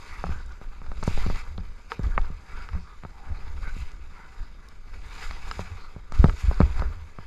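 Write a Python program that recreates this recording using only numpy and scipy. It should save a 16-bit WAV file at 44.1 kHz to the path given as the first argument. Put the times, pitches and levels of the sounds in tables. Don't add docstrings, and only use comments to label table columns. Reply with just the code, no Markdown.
import sys
import numpy as np
from scipy import signal
from scipy.fft import rfft, irfft
from scipy.io import wavfile
from scipy.ndimage import uniform_filter1d

SR = 44100
rng = np.random.default_rng(int(sys.argv[2]) if len(sys.argv) > 2 else 0)


def put_to_file(sound):
    columns = np.atleast_2d(sound).T
    safe = np.clip(columns, -1, 1)
    whole_steps = np.round(safe * 32767)
    wavfile.write(sys.argv[1], SR, whole_steps.astype(np.int16))


N = 320166
TIME = np.arange(N) / SR
RING_TIME = TIME[:SR // 6]
FREQS = np.fft.rfftfreq(N, 1 / SR) + 1e-3


# f/Hz, relative level/dB
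GLIDE_SPECTRUM = [(200, -21), (420, -3), (650, -11.5), (900, -1.5), (1350, -2), (1800, -5), (2400, -20),
                  (3200, -66), (6000, -28)]
SCRAPE_SPECTRUM = [(700, -1), (1500, -4.5), (2200, 2), (3000, -0.5), (4000, -2.5), (5100, -3), (5800, -21),
                   (9000, -58)]
SPRAY_SPECTRUM = [(2500, 1.5), (4500, 0.5), (5800, -2), (7100, -0.5), (8200, -4), (10000, -7),
                  (11200, -9.5), (12200, -8.5), (13500, -17), (15000, -30)]
def skis(bases, edges, thrown):
    uneven = walk(25)
    glide = snow(GLIDE_SPECTRUM, grains_per_s=1200, spread_db=2.5, hiss=0.88)
    glide *= bases * undb(-4 + 1.73 * uneven + 0.3 * walk(61))
    scrape = snow(SCRAPE_SPECTRUM, grains_per_s=1600, spread_db=0, hiss=0.98)
    scrape *= edges * undb(-6 + 1.33 * uneven + 1.63 * walk(62))
    spray = snow(SPRAY_SPECTRUM, grains_per_s=2900, spread_db=2, hiss=1)
    spray *= thrown * undb(-3 + 0.5 * uneven + 1.1 * walk(110))
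    return glide + scrape + spray


# f/Hz, bandwidth/Hz, gain/dB
CASE_RESONANCES = [(446, 150, 6.5), (768, 99, 10), (947, 133, 7), (1192, 190, 8.5), (1455, 266, 9),
                   (1680, 110, 5), (1880, 110, -1.5), (2010, 102, 9), (2257, 344, 8.5), (2580, 147, 6.5),
                   (3745, 350, 4.5), (4540, 240, 1.5), (4910, 530, 4.5), (6160, 840, 6), (7070, 600, 6.5),
                   (11230, 470, 5.5)]
def snow(spectrum, grains_per_s, spread_db, hiss):
    crunch = grains(grains_per_s, spread_db) + hiss * rng.standard_normal(N)
    case_db = sum(db / (1 + (2 * (FREQS - hz) / width) ** 2) for hz, width, db in CASE_RESONANCES)
    return colour(drift(crunch, depth_db=1.82), spectrum, case_db)


def drift(x, depth_db):
    spec = signal.stft(x, nperseg=512)[2]
    patches = rng.standard_normal(spec.shape)
    for _ in range(2):
        patches = uniform_filter1d(patches, size=3, axis=0)
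        patches = uniform_filter1d(patches, size=11, axis=1)
    return signal.istft(spec * undb(depth_db * unit(patches)), nperseg=512)[1][:N]


# t/s, hold/s, attack/s, release/s, drive of bases/dB, of edges/dB, of spray/dB
EDGE_TURNS = [(0.0, 0.34, .05, 0.11, -48, -48.5, -57), (1.079, 0.339, 0.075, 0.0097, -47, -40.5, -51),
              (1.91, 0.032, 0.011, 0.027, -44, -44.5, -57), (2.02, .22, 0.031, .08, -46.5, -54.5, -64),
              (2.537, 0.053, 0.1, 0.18, -46.5, -49, -63), (3.21, 0.33, .05, 0.13, -51.5, -57.5, -83),
              (3.65, 0.23, 0.098, 0.047, -55.5, -50.5, -59), (5.188, 0.081, 0.11, 0.11, -45, -40, -52.5),
              (5.483, 0.14, 0.14, 0.15, -43.5, -44.5, -54.5), (6.138, 0.23, .006, 0.04, -48.5, -45, -55),
              (6.428, 0.31, 0.049, 0.12, -43.5, -45, -55)]
# t/s, half width/s, drive/dB
SNOW_LUMPS = [(.31, .025, -42.5), (.515, 0.011, -49), (.64, 0.022, -49.5), (.89, .045, -51.5),
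              (1.23, 0.039, -40), (2.05, .016, -38.5), (2.24, .02, -51), (2.76, 0.014, -46.5),
              (3.03, .025, -52), (3.66, 0.052, -45.5), (4.17, 0.077, -50), (4.39, .06, -53.5),
              (4.94, 0.009, -45), (5.82, 0.079, -47), (6.81, 0.062, -39.5), (6.94, 0.021, -45.5),
              (7.22, 0.018, -54)]
# t/s, half width/s, drive/dB
SNOW_FLINGS = [(1.075, 0.016, -48), (1.19, 0.046, -51), (1.4, .015, -54), (3.8, 0.033, -55.5),
               (5.25, .05, -56), (5.605, 0.032, -53.5), (6.41, 0.036, -51), (6.62, .025, -60),
               (6.78, .03, -58)]
# t/s, half width/s, dip/dB (negative for a rise)
CRESTS = [(1.48, 0.044, -4), (2.97, 0.15, 1), (3.992, 0.06, 2.5), (4.594, 0.055, 4.5), (4.816, .05, 3),
          (6.037, 0.11, 3), (7.135, 0.045, 1.5)]
def contact():
    lump, fling = swells(SNOW_LUMPS), swells(SNOW_FLINGS)
    dip_db = sum(db * bell(s, half) for s, half, db in CRESTS)
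    bases = power_sum(undb(-54.5 - dip_db), lump)
    edges = power_sum(undb(-55.5 - dip_db), lump * undb(-8.5), fling * undb(7.5))
    spray = power_sum(undb(-66 - dip_db), lump * undb(-24), fling)
    sag_db_per_s = 9.5
    for s, hold, attack, release, bases_db, edges_db, spray_db in EDGE_TURNS:
        t = TIME - s
        load = np.exp(np.clip(np.minimum(t / attack, (hold - t) / release), -20, 0))
        bases = power_sum(bases, load * undb(bases_db))
        edges = power_sum(edges, load * undb(edges_db))
        spray = power_sum(spray, load * undb(spray_db - sag_db_per_s * np.clip(t, 0, hold)))
    return bases, edges, spray


# centre t/s, half length/s, f/Hz, level/dB
EDGE_CATCHES = [(0.158, .08, 2060, -47.5), (0.373, 0.13, 1500, -51), (1.15, 0.14, 2330, -50),
                (1.177, 0.14, 3670, -54), (1.391, .04, 2420, -51), (1.955, 0.029, 2400, -52),
                (2.128, .03, 1510, -46.5), (2.588, 0.14, 1370, -51), (2.824, 0.09, 4870, -65.5),
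                (2.9, .1, 1180, -53.5), (3.267, 0.24, 820, -55), (3.372, 0.06, 4240, -62),
                (3.672, 0.069, 1470, -46), (3.669, 0.068, 2170, -50.5), (3.798, .08, 2600, -54),
                (4.203, .15, 984, -58), (4.21, 0.13, 1400, -54), (4.199, 0.099, 2070, -58),
                (4.42, .09, 1450, -58), (4.649, 0.14, 1150, -63), (4.43, 0.058, 4600, -64.5),
                (5.83, 0.077, 4300, -58.5), (6.833, 0.076, 1490, -48)]
def rasps(relative_bandwidth=0.16):
    out = np.zeros(N)
    ratio = 1 + relative_bandwidth / 2
    for s, half, hz, db in EDGE_CATCHES:
        t = np.arange(int(2 * half * SR)) / SR
        slips = rng.standard_normal(len(t)) ** 3
        swell = np.sin(np.pi * t / (2 * half)) ** 2
        add(out, s - half, unit(band(slips, hz / ratio, hz * ratio)) * swell * undb(db))
    return out


# f/Hz, relative level/dB, T60/s
SHELL_MODES = [(430, -10, 0.022), (563, -1, 0.019), (691, -5, 0.013), (760, -4.5, 0.023),
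               (922, -2.5, 0.027), (1160, 6, 0.013), (1268, 0.5, 0.023), (1550, -6, 0.019),
               (1846, -2.5, 0.017), (2210, 0.5, 0.016), (2530, 0, 0.0074)]
MOUNT_MODES = [(90.2, 6.5, 0.18), (143, 19, 0.033), (245, -34, 0.023), (373, 3.5, 0.053)]
# t/s, shell level/dB, tilt/(dB/octave), thump level/dB, crack level/dB
BUMPS = [(0.2398, -29, -6.5, -34.5, -66), (0.2667, -41, 2, -61, -71), (0.292, -45, 5, -31, -63),
         (0.6139, -48.5, -13, -42, -78), (0.817, -47.5, 10, -43.5, -77), (0.864, -49, 8, -60, -65),
         (0.917, -40.5, 3, -40, -61), (1.0275, -36.5, 4, -33, -51), (1.032, -37, -3, -53, -51),
         (1.0769, -29.5, -12, -17.5, -50), (1.1752, -35.5, -32, -34, -55), (1.263, -39.5, -11, -25.5, -52),
         (1.3, -34, -9, -31.5, -64), (1.3585, -43, 8, -40, -51), (1.5807, -43.5, -5, -34, -71),
         (1.9937, -42, -14, -24.5, -72), (2.1784, -20.5, 10.5, -31.5, -61), (2.037, -56, -7, -40, -72),
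         (2.302, -58, -1, -35, -75), (2.7322, -46.5, 17, -55, -74), (2.75, -47.5, 2, -41.5, -72),
         (3.0356, -45.5, 11, -40.5, -68), (3.05, -41, 1, -35, -72), (3.6756, -47.5, -2, -43, -69),
         (3.7654, -59, 1, -38, -69), (5.31, -38.5, 19, -45, -48), (5.5925, -32.5, -17, -33.5, -61),
         (5.9628, -49.5, -12, -34.5, -74), (6.1214, -39, 4, -38, -53.5), (6.2422, -21.5, -2, -8.5, -44.5),
         (6.2571, -33, -10, -35, -72), (6.285, -41, -10, -27, -67), (6.5123, -32.5, -18, -35, -65),
         (6.6035, -20.5, -21, -11, -45.5), (6.614, -27.5, 8.5, -19, -67), (6.7956, -39.5, 12, -41, -50),
         (6.821, -32, -6, -32, -68), (7.1863, -41.5, 4.5, -35.5, -71)]
def knocks():
    out = np.zeros(N)
    for s, shell_db, tilt_db, thump_db, crack_db in BUMPS:
        shell = ring(SHELL_MODES, tilt_db, scatter_db=1.5, detune=0.012)
        shell = band(band(shell, 430, 2200), 194, 1360)
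        thump = band(ring(MOUNT_MODES, tilt_db=0, scatter_db=1.5, detune=0.025), 48, 304)
        crack, rattle = rng.standard_normal((2, len(RING_TIME)))
        crack = band(crack * np.exp(-RING_TIME / 0.0023), 3370, 4800)
        rattle = band(rattle * np.exp(-RING_TIME / 0.0084), 686, 990)
        add(out, s, blow(shell, shell_db) + blow(thump, thump_db))
        add(out, s, blow(crack, crack_db) + blow(rattle, shell_db - 12))
    return out


# f/Hz, relative level/dB
WIND_SPECTRUM = [(4, 5), (11, 8.5), (20, 4), (32, 0), (45, -3.5), (80, -9.5), (115, -29.5), (190, -40),
                 (400, -61), (1000, -105)]
# t/s, half width/s, level/dB
AIR_GUSTS = [(.15, 0.097, -35.5), (.36, 0.16, -27), (.67, 0.037, -29.5), (.9, 0.025, -29), (1.06, 0.2, -27),
             (1.18, 0.09, -23), (1.3, 0.066, -18.5), (1.56, 0.15, -28.5), (2.07, 0.049, -16.5),
             (2.19, 0.062, -21.5), (2.32, 0.08, -29), (2.58, 0.081, -32), (2.77, 0.078, -28.5),
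             (3.31, 0.038, -22), (3.62, 0.34, -28.5), (4.07, 0.056, -42), (4.41, 0.036, -29),
             (4.57, 0.023, -42), (4.78, 0.021, -38), (4.99, 0.075, -28.5), (5.42, 0.41, -34),
             (6.25, 0.084, -14), (6.51, 0.048, -19), (6.65, 0.076, -18), (6.83, 0.095, -19)]
def wind(breeze_db=-42):
    gust = swells(AIR_GUSTS)
    eddies = colour(rng.standard_normal(N), WIND_SPECTRUM)
    return eddies * power_sum(undb(breeze_db), gust) * undb(0.36 * walk(5)), gust


# t/s, level/dB
AIR_BUFFETS = [(1.275, -21.5), (2.061, -27), (2.733, -26.5), (3.818, -26), (6.195, -7.5), (6.438, -17.5),
               (6.482, -13), (6.629, -9)]
def buffets():
    out = np.zeros(N)
    for s, db in AIR_BUFFETS:
        hz = 62 * (1 + 0.017 * rng.standard_normal())
        swing = -np.sin(2 * np.pi * hz * RING_TIME) * RING_TIME * np.exp(-RING_TIME / 0.0063)
        add(out, s, blow(swing, db))
    return out


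# f/Hz, relative level/dB
SHUDDER_SPECTRUM = [(50, -5), (110, -2.5), (175, 0), (280, -7.5), (420, -9), (650, -14), (1500, -67)]
def shudder(bases, gust, floor_db=-60.5):
    aftershake = np.zeros(N)
    for s, _, _, thump_db, _ in BUMPS:
        add(aftershake, s, undb(thump_db - 21) * np.exp(-RING_TIME / 0.029))
    drive = power_sum(undb(floor_db), bases * undb(-13.5), gust * undb(-28.5), aftershake)
    jolts = grains(per_s=130, spread_db=0.5) + 0.57 * rng.standard_normal(N)
    return colour(jolts, SHUDDER_SPECTRUM) * drive


# t/s, half width/s, level/dB
ROUGH_GROUND = [(.31, 0.047, -30.5), (1.59, 0.022, -37.5), (2.09, 0.029, -38), (2.75, 0.034, -34),
                (3.31, .025, -35), (3.81, 0.024, -36), (5.31, 0.033, -43.5), (5.6, 0.018, -33.5),
                (5.72, 0.047, -38), (7.02, 0.047, -37)]
def wobble(hz=81.6):
    phase = 2 * np.pi * np.cumsum(hz * (1 + 0.14 * walk(26.2))) / SR
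    return unit(np.sin(phase) * undb(2.5 * walk(29))) * swells(ROUGH_GROUND)


# f/Hz, relative level/dB, T60/s
SKI_MODES = [(456, -1.5, 0.06), (926, -1.5, 0.04), (1150, 5, 0.02), (1283, 6, 0.031), (1570, -4, 0.021),
             (1600, -13, 0.048), (2120, -12.5, 0.027), (2840, -13, 0.017), (4070, -13, 0.011),
             (4970, -7, 0.011), (7250, -17, 0.022)]
# t/s, level/dB, tilt/(dB/octave)
SKI_STRIKES = [(1.9188, -28, -1.5), (2.689, -41, 4), (5.5131, -31, 9), (6.2963, -33, 1)]
def clacks():
    out = np.zeros(N)
    for s, db, tilt_db in SKI_STRIKES:
        clack = ring(SKI_MODES, tilt_db, scatter_db=1, detune=0.008)
        clack = band(band(clack, 280, 4000), 260, 5300)
        add(out, s, blow(clack, db))
    return out


# t/s, level/dB
POLE_PLANTS = [(.246, -29), (1.585, -34.5), (2.758, -29.5), (3.769, -44), (5.597, -34.5)]
def poles(hz=175.5, t60_s=0.18, attack_s=0.0039):
    out = np.zeros(N)
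    envelope = (1 - np.exp(-RING_TIME / attack_s)) * np.exp(-np.log(1000) * RING_TIME / t60_s)
    for s, db in POLE_PLANTS:
        add(out, s, undb(db) * envelope * np.sin(2 * np.pi * hz * RING_TIME))
    return out


# t/s, level/dB, f/Hz
SNOW_CRUMBS = [(0.461, -64, 8100), (.521, -60.5, 5040), (1.038, -47.5, 7040), (1.07, -50, 7160),
               (1.578, -50, 3950), (2.033, -55.5, 5050), (2.068, -55, 4230), (2.215, -54.5, 3620),
               (2.256, -60, 4300), (3.917, -60, 6000), (4.686, -68, 11300), (4.686, -57, 5430),
               (6.122, -54.5, 6770), (6.19, -51.5, 4900), (6.543, -54, 5000)]
def crumbs():
    out = np.zeros(N)
    for s, db, hz in SNOW_CRUMBS:
        tick = rng.standard_normal(len(RING_TIME)) * np.exp(-RING_TIME / 0.0022)
        add(out, s, blow(band(tick, hz * 0.7, hz * 1.15), db))
    return out


def ring(modes, tilt_db, scatter_db, detune):
    hz, db, t60 = np.transpose(modes)
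    weight, shift = rng.standard_normal((2, len(hz)))
    gain = undb(db + tilt_db * np.log2(hz / hz[0]) + scatter_db * weight)
    exponents = 2j * np.pi * hz * (1 + detune * shift) - np.log(1000) / t60
    return gain @ np.exp(exponents[:, None] * RING_TIME).real


def grains(per_s, spread_db):
    fires = rng.random(N) < per_s / SR
    size = np.minimum(rng.exponential(size=N), 5)
    return unit(fires * undb(spread_db * size) * rng.choice([-1, 1], N))


def walk(hz):
    return unit(irfft(rfft(rng.standard_normal(N)) / (1 + (FREQS / hz) ** 4), N))


def colour(x, spectrum, extra_db=0):
    hz, db = np.transpose(spectrum)
    curve_db = np.interp(np.log(FREQS), np.log(hz), db)
    skirt = 1 / (1 + (hz[0] / FREQS) ** 4) / (1 + (FREQS / (2 * hz[-1])) ** 4)
    return unit(irfft(rfft(x) * skirt * undb(curve_db + extra_db), N))


def band(x, lo_hz, hi_hz):
    sos = signal.butter(2, [lo_hz, min(hi_hz, SR * 0.45)], "band", fs=SR, output="sos")
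    return signal.sosfilt(sos, x)


def bell(s, half):
    return np.exp(-np.minimum(((TIME - s) / half) ** 2, 20))


def swells(table):
    return power_sum(*(undb(db) * bell(s, half) for s, half, db in table))


def power_sum(*gains):
    return np.sqrt(sum(g ** 2 for g in gains))


def blow(x, db):
    return x * undb(db) / np.sqrt(np.sum(x ** 2) / (SR / 100))


def undb(db):
    return 10 ** (np.asarray(db) / 20)


def unit(x):
    return x / np.sqrt(np.mean(x ** 2))


def add(out, s, x):
    i = max(int(s * SR), 0)
    out[i:i + len(x)] += x[:max(N - i, 0)]


def scene():
    bases, edges, thrown = contact()
    sliding = skis(bases, edges, thrown) + rasps()
    air, gust = wind()
    rumble = air + shudder(bases, gust) + wobble() + buffets()
    return (sliding + rumble + knocks() + clacks() + crumbs() + poles())[None]


def record(dry):
    rounded = dry / (1 + dry ** 4) ** 0.25
    return signal.sosfilt(signal.ellip(10, 0.2, 70, 15100, fs=SR, output="sos"), rounded)


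dry = scene()
out = record(dry)
put_to_file(out)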